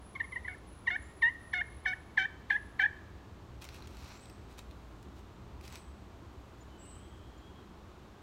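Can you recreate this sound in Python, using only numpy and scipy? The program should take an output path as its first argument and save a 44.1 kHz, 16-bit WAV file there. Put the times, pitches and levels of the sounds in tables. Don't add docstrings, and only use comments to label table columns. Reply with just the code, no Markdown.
import sys
import numpy as np
from scipy import signal
from scipy.fft import rfft, irfft
from scipy.io import wavfile
from scipy.ndimage import uniform_filter1d

SR = 44100
rng = np.random.default_rng(int(sys.argv[2]) if len(sys.argv) > 2 else 0)


def log_audio(samples):
    frames = np.atleast_2d(samples).T
    limited = np.clip(frames, -1, 1)
    pcm = np.round(limited * 32767).astype(np.int16)
    wavfile.write(sys.argv[1], SR, pcm)


N = 362502
TIME = np.arange(N) / SR

# start_s, length_s, pressure_db, fade_db (over the stroke),
# held_hz, climb_hz (over the stroke), rasp (0-1), edge_db (strength of the upper partials)
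STROKES = [ (.149, 0.022, -29.5, 2.5, 1062, 40, .25, -2), (0.195, .024, -28.5, -1, 871, 3.5, .05, -7),
           (0.237, 0.018, -37.5, -2.5, 1034, -3.5, .11, -8), (0.317, 0.026, -34, 2.5, 996, -41, .1, -11),
           (0.352, .026, -33.5, -4, 909, 57.5, .1, -14), (0.44, .024, -41.5, -10, 990, -40, .22, -20),
           (.474, .076, -32.5, 13.5, 725, -60, .3, -15), (0.866, 0.028, -27, -3.5, 914, 16, .04, 8.5),
           (0.897, 0.069, -26.5, 2.5, 723.5, 81, .1, 2), (1.217, .079, -23, 3, 932, 55.5, .14, 5.5),
           (1.529, 0.09, -25.5, 1, 724.7, -46, .17, 4.5), (1.852, .087, -22.5, 8, 751.3, -19.5, 0.18, 3),
           (2.17, .089, -21.5, 5.5, 767.7, -10.5, 0.4, 5.5),
           (2.497, 0.076, -22.5, 9.5, 810, 70.5, 0.44, -1), (2.789, .075, -21.5, 2, 784.6, 36, .42, -2.5)]


def amp(db):
    return 10 ** (np.asarray(db) / 20)


def unit(x):
    return x / np.sqrt(np.mean(x ** 2) + 1e-20)


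def add(mix, s, sound):
    part = mix[max(round(s * SR), 0):][:len(sound)]
    part += sound[:len(part)]


def shape(points, hz):
    f, db = np.transpose(points)
    return amp(np.interp(np.log(hz + 1), np.log(f + 1), db))


def noise(points):
    spectrum = rfft(rng.standard_normal(N))
    return unit(irfft(spectrum * shape(points, np.fft.rfftfreq(N, 1 / SR)), N))


def wander(rate_hz):
    hz = np.fft.rfftfreq(N, 1 / SR)
    spectrum = rfft(rng.standard_normal(N))
    return unit(irfft(spectrum * np.exp(-(hz / rate_hz) ** 2), N))


def ring(gain):
    both_sides = np.r_[gain, gain[-2:0:-1]]
    log_gain = np.log(np.maximum(both_sides, 1e-5))
    spectrum = np.exp(np.conj(signal.hilbert(log_gain)))
    return np.fft.ifft(spectrum).real[:len(gain)]


def through(x, response):
    return signal.oaconvolve(x, response)[:N]


def woods(x, t60, rise):
    t = TIME[:SR]
    tail = rng.standard_normal(SR) * amp(-60 * t / t60) * (1 - np.exp(-t / rise))
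    return through(x, tail / np.linalg.norm(tail))


def ease(x):
    return .5 + .5 * np.tanh(x / 2)


def moves(rows):
    envelope = 0
    for s, rise, fall, db in rows:
        swell = (np.minimum(TIME - s, 0) / rise) ** 2
        decay = np.maximum(TIME - s, 0) / fall
        envelope = envelope + amp(db) * np.exp(-swell - decay)
    return envelope


def crackle(per_s, spread_db):
    size = amp(spread_db * np.minimum(rng.exponential(1, N), 4)) * rng.choice([-1, 1], N)
    return unit(size * (rng.random(N) < per_s / SR))


def outdoors(rumble_swell_db=0.85, drone_swell_db=1.05):
    # frequency_hz, relative_density_db
    air_spectrum = [(70, -6), (125, -3.5), (165, -1), (340, -6.5), (500, -8.5), (1100, -9.5), (2000, -20),
                    (3900, -23.5), (5000, -29), (7000, -31), (8800, -36.5), (10500, -42), (12500, -39),
                    (15800, -43.5)]
    # frequency_hz, relative_density_db
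    drone_spectrum = [(60, -46.5), (130, -36), (175, 1.5), (205, 3), (240, -4.5), (295, 0.5), (370, 1),
                      (430, -5), (560, -32), (1200, -86)]
    # frequency_hz, relative_density_db
    rumble_spectrum = [(20, -35.5), (32, -16), (42, -12.5), (58, 2.5), (85, -0.5), (105, -9), (120, -2.5),
                       (150, -35.5), (300, -69.5), (700, -95)]
    # time_s, level_db
    rumble_course = [(0, -54.5), (1.6, -51.5), (2.3, -54.5), (3.1, -51), (4.3, -54), (5.4, -51),
                     (6.2, -53.5), (7.3, -52.5), (8.2, -59)]
    drone_db = -62.5 + 0.29 * TIME + drone_swell_db * wander(rate_hz=4.0)
    rumble_db = np.interp(TIME, *np.transpose(rumble_course)) + rumble_swell_db * wander(rate_hz=3.7)
    drone = amp(drone_db) * noise(drone_spectrum)
    rumble = amp(rumble_db) * noise(rumble_spectrum)
    return amp(-56.5) * noise(air_spectrum) + drone + rumble


def birds(notes, glide_hz, waver_hz, t60, direct_db, scatter_db):
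    song = np.zeros(N)
    tremble_hz = waver_hz * wander(rate_hz=90)
    for s, length, pitch_hz, db in notes:
        t = np.arange(0, length, 1 / SR)
        tremble_here = tremble_hz[max(round(s * SR), 0):][:len(t)]
        hz = pitch_hz - glide_hz * (1 - t / length) ** 2 + tremble_here
        tone = np.sin(2 * np.pi * np.cumsum(hz) / SR)
        add(song, s, amp(db) * signal.windows.tukey(len(t), .4) * tone)
    return amp(direct_db) * song + amp(scatter_db) * woods(song, t60=t60, rise=0.0058)


def striker(land=0.0045, catch=0.0036, rasp_catch=1.8, leave=0.0037, release=0.0037,
            dig_at=0.022, dig=0.024, tremor_db=0.82):
    touch_hz, bite_s = 1149, 0.0073
    lift_hz, lift_s, lift_share = 1072, .008, .62
    starts, lengths = np.transpose(STROKES)[:2]
    midgaps = (starts[1:] + (starts + lengths)[:-1]) / 2
    nearest = np.searchsorted(midgaps, TIME)
    start, length, db, fade_db, held_hz, climb_hz, rasp, edge_db = np.array(STROKES)[nearest].T
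    t = TIME - start
    progress = np.clip(t / length, 0, 1)
    landing = ease((t - land) * (1 + rasp_catch * rasp) / catch)
    contact = landing * ease((length - leave - t) / release)
    pressure = contact * amp(db - fade_db * progress + tremor_db * wander(rate_hz=49))
    biting = np.exp(-((t - dig_at) / dig) ** 2)
    pitch = held_hz + climb_hz * (progress - .5)
    pitch += (touch_hz - pitch) * np.exp(-(np.maximum(t, 0) / bite_s) ** 2)
    pitch += (lift_hz - pitch) * lift_share * np.exp(-(np.maximum(length - t, 0) / lift_s) ** 2)
    return pressure, biting, pitch, rasp, edge_db


def slate_call(wobble=.065, jitter=0.047, shimmer=0.14, grit_db=6.0, smear=0.077,
               bite_edge_db=8, edge_drift_db=3, scatter_db=-24, drag_db=-25):
    # frequency_hz, width_hz, gain_db
    pot_modes = [(698, 220, -23.5), (1107, 550, -14), (1554, 167, -10), (1747, 180, 7), (1889, 324, 0),
                 (2065, 135, -2.5), (2222, 300, -8), (2827, 200, -20.5), (3097, 130, -17), (3493, 486, -21),
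                 (4326, 330, -37.5), (5230, 410, -40), (6030, 290, -39.5), (7140, 240, -46.5),
                 (9200, 2400, -61), (13700, 10000, -67)]
    # frequency_hz, relative_density_db
    drag_spectrum = [(1000, -23), (2700, 11), (4200, 6.5), (5000, -5), (7000, -9), (9000, -17.5),
                     (15000, -20)]
    # delay_s, gain_db
    echoes = [(.0045, -42.5), (.013, -22.5), (.027, -21), (.044, -25.5), (.071, -26), (.128, -35)]
    pressure, biting, pitch, rasp, edge_db = striker()
    slip_hz = pitch * (1 + rasp * wobble * wander(rate_hz=55))
    turns = np.cumsum(slip_hz) / SR + jitter * rasp * wander(rate_hz=150)
    edge_db = edge_db + bite_edge_db * (biting - .5) + edge_drift_db * wander(rate_hz=50)
    blur = smear * (rasp + 0.072) * wander(rate_hz=160)
    slips = np.zeros(N)
    for k in range(1, 15):
        upper = np.clip((k * pitch - 2300) / 2200, 0, 1)
        slips += amp(edge_db * upper) * np.cos(2 * np.pi * k * (turns + upper * blur))
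    drive = slips * (1 + shimmer * rasp * wander(rate_hz=170))
    grit = noise([(700, -28), (2000, -15.5), (3200, -6.5), (4600, 4.0), (7000, -1), (15000, -4)])
    puffs = unit(np.exp(-(turns % 1) / 0.72))
    drive += amp(grit_db + 0.31 * edge_db) * (rasp + 0.045) * (1 + biting) * grit * puffs
    hz = np.linspace(0, SR / 2, 2049)
    pot = sum(amp(db) / (1 + (2 * (hz - f) / width) ** 2) ** 1.75 for f, width, db in pot_modes)
    direct = through(pressure * drive, ring(pot))
    direct += amp(drag_db) * pressure * rasp * (.5 + biting) * noise(drag_spectrum)
    heard = direct + amp(scatter_db) * woods(direct, t60=0.99, rise=0.025)
    for delay, db in echoes:
        add(heard, delay, amp(db) * direct)
    return heard


def touches(scrape_db=-23, fade=0.0048):
    contact = np.zeros(N)
    t = TIME[:SR // 10]
    burst = (1 - np.exp(-t / 0.0038)) * np.exp(-t / fade)
    for s, length, db, *_ in STROKES:
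        add(contact, s + 0.0023, amp(db + scrape_db) * burst)
    scrape = noise([(900, -18), (2600, -13.5), (3400, 6.5), (4100, 7.5), (5000, -14.5), (8500, -24), (15000, -27)])
    return contact * scrape * (1 + 0.38 * wander(rate_hz=460))


def film_patch(hz, colour_db=3):
    # frequency_hz, relative_gain_db
    film = [(300, -17), (900, 3.5), (1500, 2), (2500, 2), (4000, -2), (7000, -3), (10000, -7.5),
            (15500, -12)]
    # frequency_hz, width_hz, boost_db
    film_modes = [(2490, 450, 4.5), (3920, 1100, 6), (5940, 200, 2)]
    ripple = unit(uniform_filter1d(rng.standard_normal(len(hz)), size=24))
    own_db = colour_db * ripple * np.minimum(hz / 4000, 1)
    shared_db = sum(db / (1 + (2 * (hz - f) / width) ** 2) for f, width, db in film_modes)
    response = ring(shape(film, hz) * amp(own_db + shared_db))
    return response / np.linalg.norm(response)


def bag(snap_db=-1, flutter=0.0023, scatter_db=-9, count=8):
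    # height_s (time of the height), rise_s, fall_s, level_db
    crumples = [(3.625, 0.011, 0.028, -53.5), (3.76, 0.033, 0.02, -57.5), (4.1, 0.23, .1, -61),
                (4.52, .03, .025, -66), (4.587, 0.0074, 0.0074, -52), (4.85, 0.37, .25, -76),
                (5.19, .03, .02, -68), (5.66, 0.028, 0.045, -57), (5.755, 0.034, .035, -60.5),
                (6.55, .35, 1.5, -76.5)]
    # (peak, before snap_db)
    snaps = [(3.6194, -44), (3.624, -42), (3.643, -37), (3.651, -40), (3.6892, -33), (3.7457, -41),
             (3.823, -42), (3.873, -42), (3.97, -45), (4.257, -46), (4.298, -47), (4.591, -39),
             (4.7106, -48), (5.028, -50), (5.611, -43), (5.6783, -40.5), (5.725, -37), (5.7558, -35)]
    hz = np.linspace(0, SR / 2, 513)
    crinkles = sum(through(crackle(per_s=190, spread_db=3.0), film_patch(hz)) for _ in range(count))
    direct = moves(crumples) * unit(crinkles)
    t = TIME[:SR // 50]
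    for s, db in snaps:
        kick = rng.standard_normal(len(t)) * np.exp(-t / flutter)
        snap = np.convolve(kick, film_patch(hz))
        add(direct, s, amp(db + snap_db) * snap / abs(snap).max())
    return direct + amp(scatter_db) * woods(direct, t60=0.19, rise=0.0017)


def leaves():
    # frequency_hz, relative_gain_db
    litter_response = [(400, 3), (800, 2.5), (1200, 7.5), (1700, -2.5), (2500, 4), (3200, -6.5),
                       (4200, 1.5), (4900, -4), (5700, 0), (7200, -14), (15000, -58)]
    # height_s (time of the height), rise_s, fall_s, level_db
    slides = [(3.68, .06, 0.28, -59.5), (4.11, 0.11, 0.12, -57.5), (5.75, .04, 0.042, -54.5)]
    litter = ring(shape(litter_response, np.linspace(0, SR / 2, 513)))
    return moves(slides) * unit(through(crackle(per_s=1200, spread_db=3.0), litter))


def bump(s=5.058, db=-50, peak_s=0.01):
    t = TIME[:SR // 5]
    blow = np.zeros(N)
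    add(blow, s, amp(db) * (t / peak_s) * np.exp(1 - t / peak_s))
    return blow * noise([(40, -30), (110, -16), (240, 5), (400, -8), (900, -33), (3000, -80)])


def far_phrase(start=6.68, step=.105, length=0.076, top_hz=3240, dip_hz=380, dip_at=.11, dip_s=.12,
               db=-72, count=9):
    notes = []
    for t in step * np.arange(count):
        pitch_hz = top_hz - dip_hz * np.exp(-((t - dip_at) / dip_s) ** 2)
        notes.append((start + t, length, pitch_hz, db))
    return notes


def scene():
    # start_s, length_s, pitch_hz (reached at the end), level_db (before direct and scatter gains)
    whistle_notes = [(0, 0.12, 10160, -62), (.2, 0.14, 10060, -61), (.42, 0.11, 10040, -64.5),
                     (.65, 0.13, 10080, -61), (.95, 0.098, 10120, -60), (1.14, 0.1, 10290, -62),
                     (1.38, 0.16, 10010, -63.5), (1.61, 0.18, 10040, -64), (1.84, .2, 10180, -69.5),
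                     (2.475, 0.18, 9980, -67)]
    seet_notes = [(1.01, .07, 7220, -65), (4.12, 0.069, 7600, -62), (4.2, .054, 8170, -57),
                  (5.68, .15, 8000, -61.5), (6.77, .2, 7920, -55)]
    chip_notes = [(6.605, 0.028, 7050, -57), (7.375, .018, 7020, -61)]
    whistles = birds(whistle_notes, glide_hz=231, waver_hz=45.8, t60=0.93, direct_db=-5.0, scatter_db=-3.0)
    seets = birds(seet_notes, glide_hz=250, waver_hz=161, t60=0.72, direct_db=-5, scatter_db=-4)
    chips = birds(chip_notes, glide_hz=0, waver_hz=50, t60=0.37, direct_db=-6.5, scatter_db=-17)
    far_song = birds(far_phrase(), glide_hz=80.4, waver_hz=104, t60=0.66, direct_db=-1.0, scatter_db=6.0)
    ambience = outdoors() + whistles + seets + chips + far_song
    call = slate_call() + touches()
    handling = bag() + leaves() + bump()
    return (ambience + call + handling)[None]


def record(dry, edge_hz=15900):
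    lowpass = signal.firwin(511, edge_hz, window=("kaiser", 9), fs=SR)
    return signal.oaconvolve(dry, lowpass[None], "same")


dry = scene()
out = record(dry)
log_audio(out)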